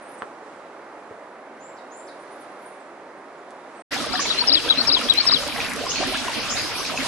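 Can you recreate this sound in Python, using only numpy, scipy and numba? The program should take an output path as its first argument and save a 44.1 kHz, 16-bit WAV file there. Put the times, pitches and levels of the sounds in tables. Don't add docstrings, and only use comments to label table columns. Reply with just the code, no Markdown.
import sys
import numpy as np
from scipy import signal
from scipy.fft import rfft, irfft, next_fast_len
from scipy.io import wavfile
from scipy.ndimage import uniform_filter1d, map_coordinates
from numba import njit

SR = 44100
rng = np.random.default_rng(int(sys.argv[2]) if len(sys.argv) > 2 else 0)


def rack_gain(trim_db):
    fader = np.asarray(trim_db, float)
    return 10 ** (fader / 20)


def wav_record(signal):
    frames = np.transpose(np.atleast_2d(signal))
    bounded = np.clip(frames, -1, 1)
    quanta = np.round(bounded * 32767).astype(np.int16)
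    wavfile.write(sys.argv[1], SR, quanta)


N = 311787
T = np.arange(N) / SR

# time_s, gain (0-1)
POND_FADE = [(3.907, 0), (3.922, 0.94)]
# frequency_hz, left_minus_right_db
JET_PAN = [(60, -4.5), (110, -6), (200, -6.5), (360, -7.5), (640, -1), (1170, -0.5), (2110, 0), (3830, 0),
           (6930, 0.5), (12600, 0)]


def curve(table, x, column=1):
    rows = np.array(table, float)
    return np.interp(x, rows[:, 0], rows[:, column])


def by_pitch(table, hz):
    rows = np.array(table, float)
    return np.interp(np.log(hz), np.log(rows[:, 0]), rows[:, 1])


def walk(rate):
    k = int(SR / rate)
    steps = np.repeat(rng.standard_normal(N // k + 1), k)
    return 1.41 * uniform_filter1d(uniform_filter1d(steps, k), k)[:N]


def lowpass(x, hz):
    return signal.sosfilt(signal.butter(2, hz, fs=SR, output="sos"), x)


def place(x, pan_db, lag):
    late = map_coordinates(x, [np.arange(N) - lag], order=3)
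    return np.array([x * rack_gain(pan_db / 2), late * rack_gain(-pan_db / 2)])


def echoes(x, t60, db, delay_s=0.0049):
    t = np.arange(int(.6 * SR)) / SR
    tail = rng.standard_normal((2, len(t))) * (t > delay_s) * rack_gain(-60 * t / t60)
    tail *= rack_gain(db) / np.sqrt(np.sum(tail ** 2, axis=1, keepdims=True))
    return signal.fftconvolve(x[None], tail, axes=1)[:, :N]


def hiss(colour, like, pan, lag, rms_db, shared_db, own_db, rate):
    size = next_fast_len(N)
    hz = np.maximum(np.fft.rfftfreq(size, 1 / SR), 1)
    left, other = rfft(rng.standard_normal((2, size)))
    alike = np.clip(by_pitch(like, hz), 0, 1)
    right = alike * left * np.exp(-2j * np.pi * hz * lag / SR) + np.sqrt(1 - alike ** 2) * other
    half_db = by_pitch(pan, hz) / 2
    pair = np.array([left * rack_gain(half_db), right * rack_gain(-half_db)]) * rack_gain(by_pitch(colour, hz))
    place_in_bank = 2 * np.log2(hz / 20)
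    shared = walk(rate)
    out = 0
    for k in range(20):
        band = irfft(pair * np.clip(1 - abs(place_in_bank - k), 0, 1), size)[:, :N]
        out = out + band * rack_gain(shared_db * shared + own_db * walk(rate))
    return out * rack_gain(rms_db) / np.sqrt(np.mean(out.mean(0) ** 2))


@njit
def ring(out, start, hz, cycles, glide, size):
    for k in range(len(start)):
        length = cycles[k] * SR / hz[k]
        phase = 0.
        for i in range(min(int(4 * length), len(out) - start[k])):
            u = i / length
            phase += 2 * np.pi * hz[k] * (1 + glide[k] * u) / SR
            out[start[k] + i] -= size[k] * np.sin(phase) * (1 - np.exp(-12 * u)) * np.exp(-u * u)
    return out


def grains(s, hz, cycles, db, glide):
    return ring(np.zeros(N), (s * SR).astype(np.int64), 1. * hz, cycles + 0 * s, glide + 0 * s, rack_gain(db))


def from_jet(s, hz, cycles, db, glide):
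    half_db = by_pitch(JET_PAN, hz) / 2
    return np.array([grains(s, hz, cycles, db + side * half_db, glide) for side in (1, -1)])


def swarm(count, lo_hz, hi_hz, cycles, db, scatter_db, glide):
    u = rng.random((count, 5)).T
    first_s = POND_FADE[0][0]
    s = first_s + u[0] * (T[-1] - first_s)
    hz = lo_hz * (hi_hz / lo_hz) ** u[1]
    size_db = db - scatter_db * np.log(np.maximum(u[2], 1 / 50))
    return s, hz, cycles * (0.25 + 1.44 * u[3]), size_db, 2 * glide * u[4]


def whistle(notes, flutter_db=0., warble=0., edge_s=0.0021):
    out = np.zeros(N)
    slow, fast = walk(90), walk(300)
    for note in notes:
        i = np.arange(int((note[0][0] - edge_s) * SR), min(int((note[-1][0] + edge_s) * SR), N))
        hz = uniform_filter1d(curve(note, i / SR), 90) * (1 + warble * fast[i])
        ends = np.clip(np.minimum(i - i[0], i[-1] - i) / (edge_s * SR), 0, 1)
        gain = rack_gain(curve(note, i / SR, 2) + flutter_db * slow[i])
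        out[i] += np.sqrt(2) * gain * ends * np.sin(2 * np.pi * np.cumsum(hz) / SR)
    return out


def distant_stream():
    # frequency_hz, level_db (per Hz)
    colour = [(18, -74), (30, -47), (71, -36.5), (264, -10.5), (298, -9), (346, -7), (392, -7), (477, -8.5),
              (527, -5.5), (567, -4.5), (1190, -10.5), (2100, -18.5), (2970, -30), (11000, -41.5),
              (14300, -72), (22000, -120)]
    # frequency_hz, likeness (0-1)
    like = [(60, 0.96), (280, 0.98), (600, 0.96), (1300, 0.8), (2700, 0.43), (5800, 0.29), (11000, 0)]
    # frequency_hz, left_minus_right_db
    pan = [(60, 0), (110, -1), (200, -0.5), (360, -0.5), (640, -2.5), (1170, -3.5), (2110, -3), (3830, -5),
           (6930, 1.5), (12600, -3)]
    # time_s, level_db
    rush = [(0, 0.5), (.2, 0.5), (.3, 0), (.42, 0), (.48, 0.5), (.8, -0.13), (1.4, -0.5), (2.4, .5),
            (3.2, -.5), (3.8, 0.5)]
    stream = hiss(colour, like, pan, lag=-1.9, rms_db=-40, shared_db=0.19, own_db=0.51, rate=6.43)
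    low = lowpass(stream, 3000)
    swell_db = curve(rush, T)
    return low * rack_gain(swell_db) + (stream - low) * rack_gain(3.5 * swell_db)


def cliff_birds():
    # time_s (from call start), pitch_hz, level_db (within the call)
    call = [
        [(0, 5900, -12), (.015, 6700, -1), (.035, 7173, 0), (.065, 7374, -1), (.16, 7400, -14)],
        [(.168, 6280, -9), (.176, 4950, -3), (.185, 4180, -2.5), (.193, 3700, -4)],
    ]
    # start_s, level_db, tempo_stretch (factor)
    call_times = [(1.595, -52.5, 1.02), (1.908, -52.5, .98)]
    # start_s, length_ms, from_hz, to_hz, level_db (in mid-glide)
    twitter = [(.015, 28, 8960, 9800, -54), (.04, 34, 8604, 8500, -54), (.075, 33, 8700, 10800, -49),
               (.112, 14, 10800, 10200, -48), (.128, 28, 9400, 8850, -52), (.175, 26, 9100, 7850, -51),
               (1.955, 42, 9200, 8650, -55), (1.995, 68, 8800, 9600, -59), (1.97, 70, 9650, 9650, -66),
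               (2.05, 70, 9550, 9200, -58), (2.12, 25, 9200, 9800, -61), (2.145, 25, 9300, 8900, -63),
               (2.175, 95, 9170, 9550, -59.5), (2.3, 38, 9150, 9500, -55), (2.325, 58, 9600, 11000, -61),
               (2.395, 30, 11000, 9900, -58), (2.41, 41, 9100, 8750, -63), (2.5, 50, 9100, 9500, -61),
               (2.51, 30, 9800, 10200, -65), (2.55, 35, 9400, 9100, -64), (2.585, 55, 11000, 10700, -62),
               (2.64, 15, 10800, 9800, -60), (2.59, 39.8, 9100, 9400, -61), (2.645, 45, 8750, 9600, -58),
               (2.68, 15, 9600, 10060, -54), (2.697, 18, 10060, 9550, -52), (2.7, 80, 9200, 8980, -60),
               (2.782, 15, 9600, 10000, -65), (2.78, 55, 8600, 7400, -66), (2.85, 25, 7400, 7300, -68),
               (2.835, 55, 8800, 9000, -71), (3.165, 27, 9000, 8600, -68), (3.378, 28.3, 6880, 7250, -68),
               (3.735, 85, 8050, 8600, -61)]
    swell_db = 7.5
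    calls = [[(s0 + s * stretch, hz, db + gain_db) for s, hz, db in note]
             for s0, gain_db, stretch in call_times for note in call]
    glides = [[(s, lo, db - swell_db), (s + ms / 2000, (lo + hi) / 2, db), (s + ms / 1000, hi, db - swell_db)]
              for s, ms, lo, hi, db in twitter]
    birds = whistle(calls, flutter_db=2., warble=.003) + whistle(glides, flutter_db=4., warble=.006)
    dull = lowpass(birds, 5500)
    return place(birds, 4., 1.5) + echoes(dull, .4, 4.) + echoes(birds, .25, -8.)


def path_knocks():
    # start_s, pitch_hz, level_db, length_cycles
    knock_rings = [(.2214, 1250, -10.5, 1.0), (.2214, 2650, -31, 2.1), (.2272, 900, -26, 1.1),
                   (.2305, 497, -25, 1.6), (1.106, 111, -43, 1.7), (1.11, 483, -27, 2.),
                   (3.507, 7000, -28.5, .79), (3.515, 8000, -45, 1.)]
    s, hz, db, cycles = np.transpose(knock_rings)
    knocks = grains(s, hz, cycles, db, 0.)
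    knocks = signal.sosfilt(signal.butter(2, 130, "high", fs=SR, output="sos"), knocks)
    ticks_s = s[hz > 4000].min() - .01
    knocks = np.where(T < ticks_s, lowpass(knocks, 4000), knocks)
    return place(knocks, -1., -.6) + echoes(knocks, .07, -5.)


def cliff():
    out = distant_stream() + cliff_birds() + path_knocks()
    return signal.sosfilt(signal.ellip(10, .3, 60, 11100, fs=SR, output="sos"), out)


def far_birds():
    # time_s (from call start), pitch_hz, level_db (within the call)
    call = [
        [(0, 4500, -3), (.012, 5800, -1), (.02, 6745, 6), (.03, 7060, -2), (.048, 5390, -25)],
        [(.072, 3800, -1), (.088, 4926, 5.5), (.108, 4010, -17)],
    ]
    # start_s, level_db, pitch_factor
    call_times = [(4.18, -28, 0.95), (5.875, -29, 0.99), (6.484, -26.5, 0.98), (6.754, -34, .86),
                  (6.945, -38, 1)]
    calls = [[(s0 + s, hz * factor, db + gain_db) for s, hz, db in note]
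             for s0, gain_db, factor in call_times for note in call]
    far = whistle(calls, flutter_db=1.5, warble=.055)
    return place(far, .6, -3.) * rack_gain(-10.) + echoes(far, .45, 2.5, delay_s=.003)


def falling_trill():
    start_s, gap_s, note_s = 6.338, .0155, .009
    top_hz, fall = 5200, .2
    notes = []
    for k in range(5):
        s = start_s + k * gap_s
        db = -38 + k * 1.5
        notes.append([(s, top_hz, db), (s + note_s, (1 - fall) * top_hz, db)])
    return place(whistle(notes), 5.4, -0.82)


def near_bird():
    # time_s (from phrase start), pitch_hz, level_db (within the phrase)
    phrase = [
        [(0, 3240, -29), (.008, 3694, -22), (.016, 3983, -16), (.024, 3850, -16), (.044, 3060, -31.5)],
        [(.088, 4040, -32), (.105, 4196, -12.5), (.13, 4524, -22), (.134, 4430, -37)],
        [(.182, 5090, -31), (.19, 5394, -20), (.197, 5290, -18), (.207, 4685, -15.5), (.217, 3820, -19),
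         (.222, 3540, -17)],
        [(.229, 3650, -22), (.24, 4650, -17), (.246, 5290, -21.5), (.253, 5044, -16.5), (.263, 4193, -15.5),
         (.273, 3683, -19.5), (.298, 3084, -27), (.315, 2800, -31.5)],
    ]
    # start_s, then level_db of each of the four notes
    repeats = [(3.892, -60, -39, -24, -13), (4.29, -7, -2.5, -1, -0.5), (4.689, 0.5, 0, -1.5, -0.5),
               (5.0865, 0, 1.5, -1.5, -2)]
    notes = []
    for k, (s0, *gains_db) in enumerate(repeats):
        tempo = 1 - k * .01
        for note, gain_db in zip(phrase, gains_db):
            notes.append([(s0 + s * tempo, hz, db + gain_db) for s, hz, db in note])
    near = whistle(notes, flutter_db=.7)
    notch_gap_hz, bounce = 658.2, 0.93
    near += bounce * map_coordinates(near, [np.arange(N) - SR / notch_gap_hz], order=3)
    return place(near, 9.14, -5.0) + echoes(near, 0.99, -12.5)


def jet_and_wind():
    # frequency_hz, level_db (per Hz)
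    colour = [(15, -44), (25, -4.5), (195, -3.5), (273, 2), (425, -6.5), (679, -2.5), (881, -7), (1060, -3),
              (1970, -4.5), (2490, -2.5), (5160, -5.5), (7430, -19), (10700, -18.5), (11600, -19),
              (12500, -28), (16200, -78), (22000, -120)]
    # frequency_hz, likeness (0-1)
    like = [(130, 0), (280, 0.48), (600, 0.27), (1300, 1), (2700, 0.24), (4000, 0), (6500, 0.22),
            (8000, 0.67), (12000, 0.8)]
    return hiss(colour, like, JET_PAN, lag=-0.33, rms_db=-30, shared_db=0.38, own_db=3.04, rate=28.)


def fizz():
    return from_jet(*swarm(count=3000, lo_hz=2500.0, hi_hz=11000., cycles=3.2, db=-39.5,
                           scatter_db=4.0, glide=0.037))


def bubbles(flow):
    # start_s, pitch_hz, level_db, length_ms
    clear = [(3.932, 1920, -20.5, 4), (3.954, 1690, -26, 7.6), (4, 328, -24, 9), (4.002, 1300, -22, 9),
             (4.04, 1170, -23, 9), (4.065, 630, -23.5, 8.7), (4.136, 1340, -18.5, 6),
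             (4.137, 731, -20.5, 24), (4.154, 1740, -15.5, 3.6), (4.193, 1110, -17.5, 9.5),
             (4.193, 1780, -21, 5.1), (4.206, 1700, -21, 3.1), (4.255, 2230, -21, 6),
             (4.311, 1300, -26, 8.8), (4.421, 957, -23, 15), (4.439, 1300, -18.5, 4),
             (4.44, 2576, -25.5, 10), (4.497, 277, -29, 37), (4.679, 1530, -24, 6), (4.706, 1330, -23, 3.4),
             (4.774, 262, -25, 18), (4.774, 2530, -16, 1.7), (4.853, 2390, -25, 6), (4.884, 278, -33, 49),
             (4.967, 1010, -20, 6.8), (5.013, 1285, -20.5, 8.7), (5.176, 269, -33, 25),
             (5.204, 1430, -22, 3), (5.204, 2310, -21, 8), (5.254, 1070, -19.5, 4.3),
             (5.296, 1320, -19.5, 4.1), (5.316, 2030, -17, 2.7), (5.323, 1156, -16, 6.5),
             (5.337, 255, -29, 18), (5.433, 1320, -22, 4), (5.485, 910, -20, 3.4), (5.523, 2340, -22, 4),
             (5.558, 690, -26.5, 10.4), (5.562, 1860, -19, 3), (5.603, 2430, -12.5, 2.3),
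             (5.648, 2580, -23, 4), (5.718, 2130, -17.5, 1.7), (5.761, 434, -27, 12), (5.809, 484, -23, 7),
             (5.838, 690, -21.5, 5.6), (5.865, 1045, -20, 8), (5.915, 2890, -22, 7),
             (5.958, 2650, -15, 1.5), (5.983, 2310, -20, 3), (6.003, 399, -18, 4.7),
             (6.011, 540, -22.5, 10.6), (6.02, 740, -20, 15.5), (6.028, 970, -23, 7), (6.035, 1200, -22, 8),
             (6.039, 1520, -17, 1.7), (6.121, 748, -29, 25), (6.133, 1010, -27, 9), (6.145, 1340, -20, 5.1),
             (6.154, 1670, -19, 6), (6.281, 1005, -18.5, 8), (6.284, 2700, -23, 3), (6.292, 585, -26, 6),
             (6.3, 896, -25, 10), (6.391, 680, -31, 8), (6.446, 730, -22, 4.6), (6.505, 1220, -20, 4.3),
             (6.523, 1150, -23.5, 7), (6.595, 2500, -20.5, 3.4), (6.753, 2430, -25, 9.1),
             (6.804, 1115, -23, 8.6), (6.83, 1570, -22, 3), (6.851, 2460, -22, 4),
             (6.898, 1240, -20.5, 4.6), (6.941, 710, -20.5, 5.1), (6.975, 2570, -15.5, 4.3),
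             (7.004, 2150, -24, 3.8)]
    rise = 0.015
    s, hz, db, ms = np.transpose(clear)
    out = from_jet(s, hz, hz * ms / 1000, db, rise)
    for u in rng.random((len(s), 4, 3)).transpose(1, 2, 0):
        small_s = s + .014 * (2 * u[0] - 1)
        small_hz = hz * 2 ** (1.31 * u[1])
        out += from_jet(small_s, small_hz, 2 + 3 * u[2], db - 11, rise)
    out += flow * from_jet(*swarm(count=2200, lo_hz=420.8, hi_hz=3555.0, cycles=5.7, db=-43.0,
                                  scatter_db=4., glide=0.079))
    out += from_jet(*swarm(count=30, lo_hz=236.0, hi_hz=406.0, cycles=6.4, db=-35.5,
                           scatter_db=2., glide=0.015))
    return out


def drop_impacts():
    # start_s, level_db, left_minus_right_db
    impacts = [(5.099, -8.5, 10), (5.1383, -6, -10), (5.478, -11, 0), (5.6426, -26, 0), (5.7359, -10, .5),
               (5.7633, -14, 1), (5.9584, -23, -2), (6.0736, -12, 1), (6.1723, -11, -4), (6.56, -15, 6),
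               (6.8493, -22, .5)]
    s, db, pan_db = np.transpose(impacts)
    return np.array([grains(s, 6500 + 0 * s, 0.69, db + side * pan_db / 2, 0.) for side in (1, -1)])


def water():
    # time_s, level_db
    strike = [(3.93, 2), (4.14, -1), (4.22, 0.5), (4.3, 1.2), (4.93, 0), (5.02, 1), (5.14, -0.5), (5.25, 2),
              (5.53, -1.5), (5.65, 2.5), (5.72, -1.5), (6.04, 2), (6.3, 2), (6.69, -1.5), (6.97, -0.3),
              (7.07, 1)]
    flow = rack_gain(curve(strike, T) + 1 * walk(25.))
    plops = bubbles(flow)
    out = flow ** 0.37 * jet_and_wind() + flow * fizz()
    return out + plops + drop_impacts() + echoes(plops.mean(0), 0.091, -7.5)


def thin_hidden_treble(x, margin_db, slope_db, scatter_db, from_hz, top_hz, top_db):
    size, width = 1024, 6
    z = signal.stft(np.array([x[0] + x[1], x[0] - x[1]]) / 2, nperseg=size, window="cosine")[2]
    bands = (size // 2) // width
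    power = (abs(z[:, :bands * width]) ** 2).reshape(2, bands, width, -1).sum(2)
    power_db = 10 * np.log10(power + 1e-14)
    ramp = slope_db * np.arange(bands)[:, None]
    cover_db = np.maximum.accumulate(uniform_filter1d(power_db.max(0), 4) + ramp, axis=0) - ramp
    spare_db = uniform_filter1d(power_db, 4) - cover_db + margin_db
    spare_db += scatter_db * uniform_filter1d(rng.standard_normal(spare_db.shape), 7)
    spare_db[:, int(top_hz / SR * size / width):] -= top_db
    keep = np.clip(.5 + spare_db / 2, .003, 1)
    keep[:, :int(from_hz / SR * size / width)] = 1
    z[:, :bands * width] *= np.repeat(keep, width, axis=1)
    mid, side = signal.istft(z, nperseg=size, window="cosine")[1][:, :N]
    return np.array([mid + side, mid - side])


def scene():
    # time_s, gain (0-1)
    cliff_fade = [(3.802, 0.9), (3.821, 0.63), (3.823, 0)]
    pond = far_birds() + falling_trill() + near_bird() + water()
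    thinned = thin_hidden_treble(pond, margin_db=17., slope_db=.62, scatter_db=17., from_hz=5700,
                                 top_hz=11300, top_db=9.)
    return cliff() * curve(cliff_fade, T) + thinned * curve(POND_FADE, T)


def low_pass(x):
    return signal.sosfilt(signal.butter(12, 13150, fs=SR, output="sos"), x)


def record(dry):
    mix = signal.sosfilt(signal.ellip(8, .3, 60, 12300, fs=SR, output="sos"), dry)
    return low_pass(mix)


dry = scene()
out = record(dry)
wav_record(out)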